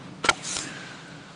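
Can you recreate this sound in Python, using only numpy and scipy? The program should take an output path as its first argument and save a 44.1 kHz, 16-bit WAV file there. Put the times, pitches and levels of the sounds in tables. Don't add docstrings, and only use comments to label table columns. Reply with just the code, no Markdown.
import sys
import numpy as np
from scipy import signal
from scipy.fft import rfft, irfft, next_fast_len
from scipy.io import wavfile
from scipy.ndimage import uniform_filter1d, map_coordinates

SR = 44100
rng = np.random.default_rng(int(sys.argv[2]) if len(sys.argv) > 2 else 0)


def wav_record(signal):
    frames = np.transpose(np.atleast_2d(signal))
    bounded = np.clip(frames, -1, 1)
    quanta = np.round(bounded * 32767).astype(np.int16)
    wavfile.write(sys.argv[1], SR, quanta)


N = 59535
T = np.arange(N) / SR

# pitch_hz, level_db
FIZZ_TONE = [(300, -14), (1300, -5), (3000, -1), (4500, -1), (6000, -1), (7600, 0), (8600, -3), (9100, -8),
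             (10000, -13)]


def air_burst():
    # pitch_hz, width_hz, level_db
    bottle = [(380, 170, -4), (810, 130, 0), (1420, 200, -2), (1890, 150, 1), (2190, 170, 1),
              (2400, 80, -4), (2830, 200, -8), (3190, 170, -6.5), (4300, 500, -14), (5400, 600, -21)]
    # start_s, rise_s, hold_s, fade_s, level_db
    bark_shape = (.287, .0016, .0052, .034, -12)
    fizz_shape = (.2905, .006, .003, .015, -18.8)
    ring_shape = (.287, .005, .009, .014, -18.5)
    bark = steady(resonant(white(), bottle), size=130) * envelope(*bark_shape)
    fizz = steady(coloured(droplets(3000, .4), FIZZ_TONE)) * envelope(*fizz_shape)
    return bark + fizz + neck_tone() * envelope(*ring_shape)


def water_jet():
    # pitch_hz, width_hz, level_db
    peaks = [(450, 300, -9), (880, 300, -6), (1330, 220, 1.5), (2150, 400, -8), (2750, 500, -7),
             (4100, 700, -13)]
    # start_s, rise_s, hold_s, fade_s, level_db
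    leak_shape = (.231, .003, .01, .05, -41)
    jet_shape = (.241, .003, .016, .095, -28.7)
    fizz_shape = (.252, .0015, .009, .06, -31.5)
    ring_shape = (.2405, .002, .014, .1, -31.5)
    jet = envelope(*jet_shape)
    body = steady(resonant(droplets(1500, .6), peaks)) * (envelope(*leak_shape) + jet)
    fizz = coloured(patchy(droplets(1500, .6), depth_db=3), FIZZ_TONE)
    fizz *= envelope(*fizz_shape) + amp(-9) * jet
    return body + fizz + neck_tone() * envelope(*ring_shape)


def neck_tone(pitch_hz=1340, waver=.04):
    hz = pitch_hz * (1 + waver * wobble(300))
    return np.sqrt(2) * np.sin(2 * np.pi * np.cumsum(hz) / SR)


def pops_and_gulps():
    # start_s, pitch_hz, level_db, rise_s, fade_s
    knocks = [(.2458, 310, -19, .002, .03), (.246, 460, -15, .0016, .024), (.2872, 75, -24, .001, .035),
              (.2878, 340, -23, .002, .065), (.308, 320, -24, .002, .025), (.3105, 80, -27, .001, .035),
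              (.3108, 830, -14, .001, .013), (.317, 610, -28, .002, .045), (.326, 750, -27, .005, .06)]
    return sum(ping(start, hz, rise, fade, db - 3) for start, hz, db, rise, fade in knocks)


def slaps():
    # start_s, level_db
    hits = [(.5669, -16.5), (.5883, -19.5)]
    # pitch_hz, level_db
    tone = [(30, -6), (200, -3), (800, -5), (1300, 1), (1900, -4), (2500, -1), (4000, 0), (7000, -4),
            (10000, -10)]
    splats = sum(steady(coloured(white(), tone), size=40) * envelope(start, .0002, 0, .015, db)
                 for start, db in hits)
    thuds = sum(ping(start, hz=70, rise_s=.001, fade_s=.035, db=db - 19) for start, db in hits)
    return splats + thuds


def spray():
    # time_s, level_db
    levels = [(.225, -90), (.235, -54), (.315, -45), (.36, -50), (.42, -49), (.448, -34), (.475, -30.3),
              (.52, -31), (.558, -29.5), (.58, -36), (.6, -34), (.67, -44), (.74, -57), (1.0, -67),
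              (1.35, -72)]
    # pitch_hz, level_db
    drop_tone = [(200, -25), (1000, -13), (2200, -7.5), (3200, -9.5), (3950, -1), (4350, -6), (4900, -1.5),
                 (5850, -7), (6300, .5), (6700, -3), (7300, 2), (7900, -5), (8400, -3.5), (9000, -8),
                 (10000, -9)]
    mist_tone = [(5000, -32), (7600, -12), (8400, 0), (9200, -3), (10000, -3.5)]
    # start_s, rise_s, hold_s, fade_s, level_db
    mist_shape = (.495, .045, .045, .44, -36.5)
    stray_shape = (1.079, .002, .002, .025, -50)
    level_db, = curves(levels)
    gain = amp(level_db + .8 * wobble(110))
    drops = coloured(patchy(droplets(4000, .4), depth_db=3), drop_tone)
    mist = coloured(patchy(droplets(2000, .4), depth_db=3), mist_tone)
    return gain * drops + mist * (envelope(*mist_shape) + envelope(*stray_shape))


def whistle(spread_hz=95):
    # time_s, pitch_hz, level_db
    path = [(.4, 1300, -65), (.5, 1400, -48.5), (.58, 1420, -47), (.655, 1740, -46.5), (.71, 1630, -44.5),
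            (.78, 1600, -44.5), (.87, 1540, -47.5), (1.0, 1510, -50.5), (1.35, 1490, -57)]
    hz, level_db = curves(path)
    phase = 2 * np.pi * np.cumsum(hz) / SR
    flutter = lambda: filtered(white(), lambda f: 1 / (1 + (f / spread_hz) ** 2))
    return amp(level_db) * unit(flutter() * np.cos(phase) + flutter() * np.sin(phase))


def air_rush():
    # time_s, level_db
    levels = [(.235, -80), (.315, -42.5), (.38, -45), (.47, -42.5), (.6, -41), (.74, -41.7), (.9, -43),
              (1.05, -47.7), (1.2, -50.5), (1.35, -52.5)]
    # pitch_hz, level_db
    tone = [(100, -26), (210, -9), (285, 7), (370, -2), (550, 0), (1000, -1), (1400, 1), (2000, -1.5),
            (2700, -1), (4000, -3.5), (5500, -12), (7300, -11), (10000, -27)]
    level_db, = curves(levels)
    return amp(level_db) * coloured(patchy(white(), depth_db=1.5), tone)


def rumble():
    # time_s, level_db
    levels = [(0, -44.5), (.11, -42), (.2, -45), (.38, -47), (.47, -43.5), (.58, -46), (.67, -41.5),
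              (.74, -45), (.92, -47), (1.07, -48.5), (1.14, -43.5), (1.23, -48), (1.35, -50)]
    # pitch_hz, level_db
    tone = [(25, -30), (60, -21), (100, -13), (150, 0), (190, -1), (230, -11), (285, -3), (370, -17),
            (700, -28), (2000, -60)]
    level_db, = curves(levels)
    return amp(level_db) * steady(coloured(white(), tone), size=2600)


def breeze():
    # time_s, level_db
    levels = [(0, -48.5), (.04, -46), (.1, -49), (.2, -50), (1.35, -50.5)]
    # pitch_hz, level_db
    tone = [(30, -12), (100, -6), (500, 1.5), (1100, 0), (1900, -6.5), (4000, -9.5), (6000, -16),
            (8000, -20), (10000, -24.5)]
    level_db, = curves(levels)
    return amp(level_db + .5 * wobble(12)) * coloured(patchy(white(), depth_db=1.5), tone)


def amp(db):
    return 10 ** (np.asarray(db) / 20)


def unit(x):
    return x / np.sqrt(np.mean(x ** 2) + 1e-20)


def curves(rows):
    times, *columns = np.transpose(rows)
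    return [np.interp(T, times, column) for column in columns]


def envelope(start_s, rise_s, hold_s, fade_s, db):
    age = T - start_s
    fade = amp(-60 * np.maximum(age - rise_s - hold_s, 0) / fade_s)
    return amp(db) * np.clip(age / rise_s, 0, 1) * fade


def ping(start_s, hz, rise_s, fade_s, db):
    return np.sin(2 * np.pi * hz * (T - start_s)) * envelope(start_s, rise_s, 0, fade_s, db)


def filtered(x, response):
    size = next_fast_len(N + 8192)
    return irfft(rfft(x, size) * response(np.fft.rfftfreq(size, 1 / SR)), size)[:N]


def coloured(x, tone):
    pitches, db = np.transpose(tone)
    return unit(filtered(x, lambda hz: amp(np.interp(np.log(hz + 1), np.log(pitches), db))))


def resonant(x, peaks):
    def response(f):
        return sum((-1) ** k * amp(db) * 1j * f * width / (hz * hz - f * f + 1j * f * width)
                   for k, (hz, width, db) in enumerate(peaks))
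    return unit(filtered(x, response))


def white():
    return rng.standard_normal(N)


def wobble(per_s):
    return map_coordinates(rng.standard_normal(N // 4), [T * per_s + 2], mode="wrap")


def droplets(per_s, share):
    hits = (rng.random(N) < per_s / SR) * white()
    return np.sqrt(share) * unit(hits) + np.sqrt(1 - share) * white()


def steady(x, size=260):
    return x / np.sqrt(np.abs(uniform_filter1d(x * x, size)) + 1e-6)


def patchy(x, depth_db):
    spectrum = signal.stft(x, nperseg=256)[2]
    patches = uniform_filter1d(rng.standard_normal(spectrum.shape), size=3, axis=0)
    patches = uniform_filter1d(patches, size=14, axis=1)
    return signal.istft(spectrum * amp(depth_db * unit(patches)), nperseg=256)[1][:N]


def scene():
    launch = water_jet() + air_burst() + pops_and_gulps()
    return (launch + spray() + slaps() + whistle() + air_rush() + rumble() + breeze())[None]


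def record(dry):
    ceiling, top_hz = .8, 10050
    rounded = dry[0] / (1 + np.abs(dry[0] / ceiling) ** 4) ** (1 / 4)
    return filtered(rounded, lambda hz: np.clip((top_hz - hz) / 200 + .5, 0, 1))[None]


dry = scene()
out = record(dry)
wav_record(out)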